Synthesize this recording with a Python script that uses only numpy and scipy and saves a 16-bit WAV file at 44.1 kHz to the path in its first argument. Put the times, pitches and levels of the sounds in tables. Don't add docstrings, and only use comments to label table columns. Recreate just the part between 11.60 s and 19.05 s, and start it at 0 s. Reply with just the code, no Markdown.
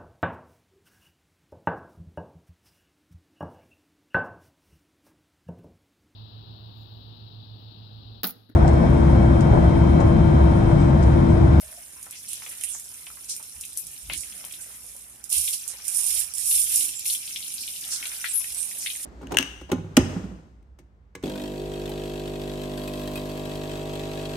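import sys
import numpy as np
from scipy import signal
from scipy.fft import rfft, irfft, next_fast_len
from scipy.io import wavfile
from scipy.ndimage import map_coordinates

SR = 44100
rng = np.random.default_rng(int(sys.argv[2]) if len(sys.argv) > 2 else 0)


def store_wav(level_fs):
    pcm = np.round(np.clip(np.atleast_2d(level_fs), -1, 1) * 32767)
    wavfile.write(sys.argv[1], SR, pcm.T.astype(np.int16))


N = 328545
T = np.arange(N) / SR


def undb(db):
    return 10 ** (np.asarray(db) / 20)


def unit(x):
    return x / np.sqrt(np.mean(x ** 2) + 1e-18)


def curve(table):
    return np.interp(T, *np.transpose(table))


def panned(pan_db):
    gains = undb(np.array([[.5], [-.5]]) * pan_db)
    return gains / np.sqrt(np.mean(gains ** 2, axis=0))


def colour(x, spectrum):
    size = next_fast_len(N + 4096)
    hz, db = np.transpose(spectrum)
    log_hz = np.log(np.maximum(np.fft.rfftfreq(size, 1 / SR), 1))
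    outside = np.abs(log_hz - np.clip(log_hz, np.log(hz[0]), np.log(hz[-1])))
    gain = undb(np.interp(log_hz, np.log(hz), db) - 20 * outside)
    return unit(irfft(rfft(x, size) * gain, size)[..., :N])


def band(x, hz, width_hz, order=2):
    low_hz = np.sqrt(hz ** 2 + width_hz ** 2 / 4) - width_hz / 2
    edges_hz = [low_hz, min(low_hz + width_hz, .47 * SR)]
    return signal.sosfilt(signal.butter(order, edges_hz, "band", fs=SR, output="sos"), x)


def walk(rate_hz):
    knots = rng.standard_normal(int(T[-1] * rate_hz) + 2)
    return np.interp(T * rate_hz, np.arange(len(knots)), knots)


def fade(t60_s):
    return np.exp(-np.log(1000) * np.arange(int(t60_s * SR) + 2) / (t60_s * SR))


def onset(size, rise_s=.0012):
    return np.minimum(T[:size] / rise_s, 1)


def swell(length_s):
    u = np.linspace(0, 2, int(2 * length_s * SR))
    shape = u ** 2 * np.exp(-5.5 * u)
    return shape / shape.max()


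def add(out, time_s, sound):
    start = max(int(time_s * SR), 0)
    out[:, start:start + sound.shape[-1]] += sound[..., :N - start]


def drops(per_s, spread_db, size=N):
    count = int(per_s * size / SR) + 1
    place, weight, side, lag = rng.random((count, 4)).T
    strength = undb(-spread_db * np.log(.002 + weight)) * rng.choice([-1, 1], count)
    left, right = panned(14 * (side - .5)) * strength
    right_at = (place * size).astype(int)
    left_at = (right_at + (12 * lag).astype(int)) % size
    return np.array([np.bincount(left_at, left, size), np.bincount(right_at, right, size)])


def pocket_rings(per_s, spread_db, low_hz, high_hz, q, pitches=20):
    return unit(sum(unit(band(drops(per_s / pitches, spread_db), hz, hz / q, order=1)) * np.sqrt(hz)
                    for hz in np.geomspace(low_hz, high_hz, pitches)))


def sputter(per_s, t60_s, share):
    place, weight = rng.random((int(per_s * T[-1]), 2)).T
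    hits = np.bincount((place * N).astype(int), -np.log(.002 + weight), N)
    power = np.abs(signal.fftconvolve(hits, fade(t60_s) ** 2)[:N])
    return np.sqrt(1 - share + share * power / power.mean())


def clumped(x, depth_db, patch_hz, patch_s):
    hz, time_s, cells = signal.stft(x, SR, nperseg=512)
    rows, columns = np.meshgrid(hz / patch_hz, time_s / patch_s, indexing="ij")
    levels = rng.standard_normal((int(rows.max()) + 2, int(columns.max()) + 2))
    gain = undb(depth_db * np.clip(map_coordinates(levels, [rows, columns], order=1), -2, 2))
    return unit(signal.istft(cells * gain, SR, nperseg=512)[1][..., :N])


def crossing_power(passes, edge_db, slope_db_per_s, release_db_per_s):
    power = np.zeros((2, N))
    for time_s, rise_s, length_s, db, pan_db in passes:
        age_s = T - time_s
        touch = np.clip(age_s / .005, 0, 1)
        entry_db = edge_db * np.clip(1 - age_s / rise_s, 0, 1)
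        drift_db = slope_db_per_s * np.maximum(age_s - rise_s, 0)
        exit_db = -release_db_per_s * np.maximum(age_s - length_s, 0)
        power += (touch * undb(db + entry_db + drift_db + exit_db) * panned(pan_db)) ** 2
    return power


# (frequency [Hz], level [dB])
RUMBLE_SPECTRUM = [(25, -24), (55, 5), (85, 2.5), (130, -1), (260, -3), (500, -10.5), (1400, -14.5)]
# (frequency [Hz], level [dB])
HUM_PARTIALS = [(59, -69), (118, -74), (234, -80)]
# (time [s], length [s], level [dB])
HAND_THUDS = [(0.0, 0.14, -54.5), (1.952, 0.055, -54), (2.22, 0.12, -52), (2.41, 0.24, -47.5),
              (3.748, 0.12, -49), (4.43, 0.38, -60), (4.766, 0.54, -54.5), (6.884, 0.12, -59)]


def yard():
    def noise():
        return rng.standard_normal(N) + .4 * rng.standard_normal((2, N))
    out = colour(noise(), RUMBLE_SPECTRUM) * undb(-62.5 + .16 * walk(5.8))
    for hz, db in HUM_PARTIALS:
        out += undb(db + 1.9 * walk(2.5)) * unit(np.sin(2 * np.pi * hz * T + .1 * walk(.99)))
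    grip = np.zeros((2, N))
    for time_s, length_s, db in HAND_THUDS:
        add(grip, time_s, undb(db) * swell(length_s))
    low_thud = unit(band(noise(), hz=59.8, width_hz=33, order=3))
    high_thud = unit(band(noise(), hz=130, width_hz=78))
    return out + grip * (low_thud + undb(-8.5) * high_thud)


# (time [s], level [dB])
SPRAY_LEVELS = [(0.0, -41), (0.5, -43.5), (0.9, -38.5), (1.3, -40.5), (2.4, -40.5), (2.75, -38.5),
                (3.42, -41.5), (3.62, -52), (3.88, -32), (4.19, -42), (4.55, -35), (4.72, -46), (5.1, -27),
                (5.35, -39), (5.65, -35), (6.5, -33.5), (7.45, -32)]
# (frequency [Hz], level [dB])
SPRAY_SPECTRUM = [(2060, -28), (3500, -9), (3820, -10), (4760, -13), (5720, -8.5), (6290, 1.5), (7640, 4.5),
                  (9920, 6.5), (13700, 6), (14400, -31)]


def spray():
    fizz = colour(drops(per_s=16000, spread_db=1.5), SPRAY_SPECTRUM)
    fizz = clumped(fizz, depth_db=2.5, patch_hz=1300, patch_s=.012)
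    fizz *= sputter(per_s=170, t60_s=.02, share=.35)
    ticks = colour(drops(per_s=500, spread_db=3), SPRAY_SPECTRUM)
    level_db = curve(SPRAY_LEVELS) - 1.5 + .12 * walk(35)
    return unit(fizz + undb(-11.5) * ticks) * undb(level_db) * panned(-2)


# (time [s], level [dB])
PATTER_LEVELS = [(0.0, -59.5), (0.48, -63.5), (0.7, -51.5), (0.92, -54.5), (1.12, -59), (1.25, -59),
                 (2.45, -55), (2.75, -55), (3.1, -58.5), (3.62, -66), (3.85, -46.5), (4.15, -53.5),
                 (4.55, -45), (4.74, -53), (5.1, -43.5), (5.6, -48), (6.5, -45.5), (7.45, -51.5)]
# (frequency [Hz], level [dB])
PATTER_SPECTRUM = [(1100, -34), (1850, -9), (2350, 7.5), (3400, 4), (4500, 4.5), (5500, 15.5), (7500, 14),
                   (10000, -93)]


def patter():
    rings = pocket_rings(per_s=3000, spread_db=1.5, low_hz=1720, high_hz=8470, q=9.4)
    bubbles = pocket_rings(per_s=160, spread_db=2, low_hz=2200, high_hz=4100, q=22, pitches=12)
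    spits = colour(rings * sputter(per_s=110, t60_s=.04, share=.5), PATTER_SPECTRUM)
    wet = clumped(spits + undb(-11) * bubbles, depth_db=4, patch_hz=600, patch_s=.012)
    return wet * undb(curve(PATTER_LEVELS) + 4.5) * panned(3.5)


def leaf_ticks():
    ticks = pocket_rings(per_s=130, spread_db=1.8, low_hz=2200, high_hz=6000, q=4, pitches=14)
    patter_db = curve(PATTER_LEVELS)
    level_db = -53 + .75 * (patter_db - patter_db.mean())
    return colour(ticks, PATTER_SPECTRUM) * undb(level_db) * panned(3)


# (time [s], rise [s], length [s], level [dB], pan [dB])
LEAF_CROSSINGS = [(0.0, 0.012, 0.53, -57.5, 3), (0.767, 0.021, 0.64, -58.5, 2), (2.608, 0.16, 0.46, -56, 2),
                  (4.046, 0.033, 0.075, -52.5, 3), (4.237, 0.087, 0.39, -53, -2),
                  (5.096, 0.041, 0.06, -54, -2), (6.219, 0.13, 0.29, -51, 3.5),
                  (6.69, .03, 0.69, -54.5, 0.5)]
# (frequency [Hz], level [dB])
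DRUM_SPECTRUM = [(200, 4), (400, -3), (680, 1), (1000, 0.5), (1500, 3.5), (3000, 10.5)]


def drumming(soil_db=-63.5):
    rings = pocket_rings(per_s=900, spread_db=0, low_hz=352, high_hz=2150, q=3.6)
    pats = clumped(colour(rings, DRUM_SPECTRUM), depth_db=4, patch_hz=258, patch_s=.03)
    leaf_power = crossing_power(LEAF_CROSSINGS, edge_db=-6.5, slope_db_per_s=-7, release_db_per_s=54)
    return pats * np.sqrt(undb(soil_db) ** 2 + leaf_power) * undb(-1 + 1.3 * walk(30))


# (time [s], length [s], level [dB], centre [Hz], width [Hz], pan [dB])
SIZZLES = [(0.0, 0.036, -39, 11100, 4000, 3), (0.549, 0.08, -43, 6270, 2500, -2),
           (0.678, 0.079, -33.5, 9350, 4500, -10), (0.515, 0.071, -47.5, 2760, 1500, 4),
           (0.681, 0.14, -47, 3230, 1400, 11), (1.033, 0.034, -26.5, 9700, 3770, -24),
           (1.08, 0.065, -30, 9350, 3400, -15), (1.117, 0.084, -33, 6970, 1580, 0),
           (1.684, 0.077, -28, 7060, 3830, 1.5), (2.165, 0.063, -30, 10900, 5000, 11),
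           (1.049, 0.091, -47.5, 2960, 1100, 8), (0.905, 0.059, -47, 2480, 1800, 3),
           (3.005, 0.047, -37.5, 8100, 2500, -7), (2.517, 0.05, -37.5, 3680, 1800, 1),
           (2.529, 0.15, -34, 8100, 4600, -7), (3.926, 0.042, -25.5, 8050, 6050, -3),
           (4.073, 0.059, -32.5, 8000, 4000, -16), (4.355, 0.058, -25.5, 9600, 2500, -10),
           (4.855, 0.21, -22, 10700, 3480, 5), (5.34, 0.088, -33.5, 7400, 500, -14),
           (5.938, 0.025, -30, 10400, 5000, -3), (7.195, 0.088, -32.5, 6800, 3040, 1),
           (5.99, 0.074, -39, 5040, 1500, -7), (6.299, 0.096, -26, 6900, 3540, -2),
           (6.653, 0.035, -35.5, 3670, 1700, 5), (6.678, 0.073, -29.5, 8350, 1810, -4),
           (6.731, 0.091, -20.5, 10560, 1550, 12), (6.944, 0.16, -30.5, 8640, 1700, -30)]


def sizzles():
    out = np.zeros((2, N))
    for time_s, length_s, db, hz, width_hz, pan_db in SIZZLES:
        shape = swell(length_s)
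        hits = drops(per_s=9700, spread_db=2.8, size=len(shape))
        add(out, time_s - .005, unit(band(hits, hz, width_hz)) * shape * undb(db) * panned(pan_db))
    return out


# (time [s], length [s], level [dB], pitch [Hz], width [Hz])
HOLLOW_RINGS = [(0.01, 0.22, -61, 644, 120), (2.472, 0.15, -56, 224, 150), (2.499, 0.75, -66, 186, 89),
                (5.138, 0.19, -58.5, 268, 180), (5.553, 1, -65.5, 190, 107), (6.245, 0.5, -55, 1510, 300),
                (6.9, 0.67, -68, 237, 100)]


def hollows():
    out = np.zeros((2, N))
    for time_s, length_s, db, hz, width_hz in HOLLOW_RINGS:
        shape = swell(length_s)
        hits = drops(per_s=500, spread_db=1.2, size=len(shape))
        add(out, time_s, unit(band(hits, hz, width_hz)) * shape * undb(db) * panned(-.055))
    return out


def splat(hz, width_hz, spatter_db):
    tail = fade(t60_s=.085)
    size = len(tail)
    noise = rng.standard_normal(size) + .6 * rng.standard_normal((2, size))
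    crack = noise * np.exp(-T[:size] / .0025)
    spatter = undb(spatter_db) * tail * unit(drops(per_s=1200, spread_db=1.5, size=size))
    burst = band((crack + spatter) * onset(size, rise_s=.0015), hz, width_hz)
    return unit(burst) * np.sqrt(.006 * SR / size)


# (time [s], level [dB], centre [Hz], width [Hz], pan [dB])
DULL_PATS = [(0.028, -46, 640, 100, -3), (0.126, -53, 1200, 1100, 2), (0.172, -47, 654, 100, -4),
             (0.464, -46, 1100, 1100, 1), (0.82, -42, 1340, 1510, 2), (0.863, -46, 1010, 1100, 0),
             (1.148, -47, 1180, 1400, 3), (1.469, -50, 990, 1000, 5), (1.501, -46.5, 1360, 1200, 6),
             (1.57, -50, 1500, 1300, 1), (1.798, -50, 900, 1000, 1), (2.745, -55, 520, 300, 9),
             (2.84, -49, 700, 700, 3), (3.06, -59, 536, 300, 11), (3.241, -57.5, 550, 300, 7),
             (3.35, -56, 600, 400, 9), (3.714, -55, 555, 496, 1), (4.136, -53.5, 600, 500, -11),
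             (4.555, -55, 655, 600, -8)]


def dull_pats():
    out = np.zeros((2, N))
    for time_s, db, hz, width_hz, pan_db in DULL_PATS:
        add(out, time_s, undb(db) * panned(pan_db) * splat(hz, width_hz, spatter_db=-11.5))
    return out


def tap(db, pan_db):
    tail, crack = fade(t60_s=.13), fade(t60_s=.013)
    push = undb(-22) * unit(drops(per_s=7000, spread_db=2.5, size=len(tail))) * tail
    push[:, :len(crack)] += rng.standard_normal(len(crack)) * crack
    sound = band(push * onset(len(tail)), hz=9240, width_hz=7000, order=3)
    peak = np.abs(sound.mean(axis=0)).max()
    return undb(db) * panned(pan_db) * sound / peak


def slap(db, hz, ring_t60_s=.024):
    burst = splat(hz, width_hz=.51 * hz, spatter_db=-15)
    burst = signal.sosfilt(signal.butter(5, .66 * hz, "high", fs=SR, output="sos"), burst)
    decay = fade(ring_t60_s)
    age_s = T[:len(decay)]
    for detune, right_phase_rad in rng.uniform(-.92, 1, (2, 2)):
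        bubble_hz = hz * 2 ** (.3 * detune) * (1 + .08 * age_s / ring_t60_s)
        phase = 2 * np.pi * np.cumsum(bubble_hz) / SR + np.array([[0], [right_phase_rad]])
        add(burst, .0015, undb(-8) * np.sin(phase) * decay * onset(len(decay)))
    return undb(db - 6.5) * panned(5.5) * burst


def stray_drops(taps_per_s=4.5, slaps_per_s=9, slap_hz=3020):
    def moments(per_s):
        count = int(per_s * T[-1])
        places = (np.arange(count) + rng.random(count)) / count
        return zip((places * (N - 1)).astype(int), rng.standard_normal(count))
    spray_db, patter_db = curve(SPRAY_LEVELS), curve(PATTER_LEVELS)
    out = np.zeros((2, N))
    for i, side in moments(taps_per_s):
        add(out, T[i], tap(spray_db[i] + 11.5, pan_db=-4 + 5.5 * side))
    for i, detune in moments(slaps_per_s):
        add(out, T[i], slap(patter_db[i] + 9, slap_hz * 2 ** (.2 * detune)))
    return out


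# (time [s], peak level [dB], pan [dB])
HARD_TAPS = [(0.4285, -23, -5), (0.509, -20, -4), (0.6877, -21, -5), (0.731, -16, -4), (0.893, -21, 13),
             (1.01, -21, -11), (1.036, -11, -4), (1.148, -25, -6), (1.197, -22, -1), (1.644, -28, -2),
             (1.694, -19, -8), (1.764, -19, -4), (1.8266, -24.5, 0), (2.01, -15.5, -1), (2.051, -20.5, -5),
             (2.173, -11.5, 1.5), (2.268, -23, -8), (2.5337, -14.5, -12), (2.5757, -14, -20),
             (2.606, -23, -7), (2.849, -19.5, 6), (2.9232, -23, -9), (3.2637, -26.5, -11),
             (3.364, -26.5, 2), (3.64, -20, -23), (3.701, -19, -17), (3.7264, -5.5, -14), (3.751, -16, -7),
             (3.781, -11, 3), (4.0779, -13, -19), (4.28, -8.5, -18), (4.737, -18.5, -15), (4.781, -13, -18),
             (5.158, 0.5, -1), (5.354, -28, -8), (5.393, -16, -8), (5.4625, -13, -11), (5.4794, -11, 12.5),
             (7.0268, -15, -16)]


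def hard_taps():
    out = np.zeros((2, N))
    for time_s, db, pan_db in HARD_TAPS:
        add(out, time_s, tap(db, pan_db))
    return out


# (time [s], level [dB], centre [Hz])
WET_SLAPS = [(0.73, -39, 2650), (0.8617, -31, 2630), (1.011, -36, 2680), (1.0354, -31, 2600),
             (1.466, -34.5, 2700), (1.6907, -41, 3080), (2.036, -34, 2860), (2.5351, -26.5, 2600),
             (2.633, -37, 2700), (2.723, -39, 2770), (2.84, -36.5, 2780), (2.9088, -37.5, 2720),
             (2.9365, -33.5, 3220), (3.7787, -30, 3900), (3.877, -23.5, 2930), (3.933, -29.5, 3420),
             (4.9112, -25, 3450), (5.2072, -27.5, 3040), (5.2882, -30, 3400), (5.4549, -28.5, 3060),
             (5.4983, -22, 3860), (5.549, -27, 3200), (5.675, -30, 3410), (5.7595, -21, 2970),
             (5.825, -30, 3400), (5.862, -34.5, 3540), (5.9797, -29, 4340), (6.0766, -27.5, 3070),
             (6.1598, -31.5, 3400), (6.2396, -30.5, 3500), (6.3583, -32, 4270), (6.4261, -25.5, 2450),
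             (6.4541, -25, 2940), (6.515, -35, 2270), (6.6605, -29, 2450), (6.8414, -32, 2370),
             (7.1124, -36, 2380), (7.2601, -21, 2550), (7.27, -23, 3150), (7.3008, -23, 3120),
             (7.3517, -34, 2550)]


def wet_slaps():
    out = np.zeros((2, N))
    for time_s, db, hz in WET_SLAPS:
        add(out, time_s, slap(db, hz))
    return out


# (time [s], level [dB], centre [Hz], width [Hz], body [dB], pan [dB])
HOSE_KNOCKS = [(2.4975, -39, 2420, 690, -7, 4), (6.6414, -36.5, 1900, 850, -22, 5.5)]
# (frequency [Hz], level [dB])
HOSE_MODES = [(1450, -13), (1675, -10.5), (2450, -7.5), (3350, -7)]


def hose_knocks(rattle_t60_s=.08, ring_t60_s=.055):
    decay = fade(rattle_t60_s)
    size = len(decay)
    first_blow = np.exp(-T[:size] / .003)
    shape = decay * (.33 + first_blow) * onset(size)
    mode_width_hz = np.log(1000) / (np.pi * ring_t60_s)
    out = np.zeros((2, N))
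    for time_s, db, hz, width_hz, body_db, pan_db in HOSE_KNOCKS:
        rattle = shape * (rng.standard_normal(size) + unit(drops(per_s=2300, spread_db=-2.5, size=size)))
        body = unit(band(rattle, hz=980, width_hz=1440))
        clack = unit(band(rattle, hz, width_hz)) + undb(body_db) * body
        for mode_hz, mode_db in HOSE_MODES:
            drive_db = mode_db - 14 * abs(np.log2(mode_hz / hz))
            clack += undb(drive_db) * unit(band(rattle, mode_hz, mode_width_hz))
        add(out, time_s, undb(db) * panned(pan_db) * clack)
    return out


# (time [s], rise [s], length [s], level [dB], pan [dB])
JET_CROSSINGS = [(3.692, 0.04, 0.089, -24, -5), (3.812, 0.041, 0.069, -27, -4),
                 (4.237, 0.11, 0.36, -29, -8.5), (4.735, 0.14, 0.27, -25.5, -8.5),
                 (5.071, 0.058, 0.15, -25, -5), (5.442, 0.02, 0.089, -28.5, -0.5)]
# (frequency [Hz], level [dB])
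JET_SPECTRUM = [(1120, -31), (1900, -38), (1980, -63), (2140, -25), (2620, -26.5), (4180, -23),
                (5300, -5.5), (6220, -3.5), (6890, 0), (9590, 3.5), (11300, 1), (13700, 4), (14400, -42)]


def jet(force_floor_db=-35.5, force_ref_db=-25.5):
    power = crossing_power(JET_CROSSINGS, edge_db=-10, slope_db_per_s=11.5, release_db_per_s=192)
    force_db = np.maximum(10 * np.log10(power.mean(axis=0) + 1e-18), force_floor_db)
    lumps = sputter(per_s=240, t60_s=.022, share=.45)
    crackle = colour(drops(per_s=14000, spread_db=2.7) * lumps, JET_SPECTRUM)
    bursts = sputter(per_s=45, t60_s=.035, share=.65)
    spatter_db = -19 + (force_db - force_ref_db) + 2 * walk(45)
    spatter = band(drops(per_s=1500, spread_db=.5) * bursts, hz=3410, width_hz=2200, order=3)
    spatter = unit(spatter) * undb(spatter_db) * panned(8)
    shattered = clumped(crackle + spatter, depth_db=1.8, patch_hz=1200, patch_s=.01)
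    return shattered * np.sqrt(power) * undb(3.5)


def house_wall(dry, wet_db, t60_s=.12, patterns=4):
    decay = fade(t60_s)
    echoes = rng.standard_normal((patterns, 2, len(decay))) * decay * (T[:len(decay)] > .003)
    echoes /= np.sqrt(np.sum(echoes ** 2, axis=2, keepdims=True))
    turns = 3 * T + .3 * walk(4)
    shares = np.maximum([np.cos(2 * np.pi * (turns - k / patterns)) for k in range(patterns)], 0)
    shares /= np.sqrt(np.sum(shares ** 2, axis=0))
    wet = sum(signal.oaconvolve(dry * share, echo, axes=1)[:, :N] for share, echo in zip(shares, echoes))
    return dry + undb(wet_db) * wet


def scene():
    water = spray() + patter() + drumming() + jet() + sizzles() + hollows()
    bed = house_wall(water, wet_db=-2.5) + yard() + leaf_ticks()
    hits = hard_taps() + wet_slaps() + dull_pats() + hose_knocks() + stray_drops()
    return bed + house_wall(hits, wet_db=-2)


# (frequency [Hz], left [dB], right [dB])
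PORT_RESPONSE = [(5450, -0.5, -0.5), (6400, -5, -4.5), (8100, -6.5, -3), (9540, -3.5, 5), (10840, 0.5, -3),
                 (11840, -3, -8.5), (13700, -5, -8)]


def record(dry):
    size, top_hz = next_fast_len(N + 4096), 14350
    hz, *sides_db = np.transpose(PORT_RESPONSE)
    gains = undb([np.interp(np.fft.rfftfreq(size, 1 / SR), hz, db) for db in sides_db])
    heard = irfft(rfft(dry, size) * gains, size)[:, :N]
    lowpass = signal.ellip(10, .2, 70, top_hz, fs=SR, output="sos")
    return signal.sosfilt(lowpass, np.clip(heard, -1, 1))


dry = scene()
out = record(dry)
store_wav(out)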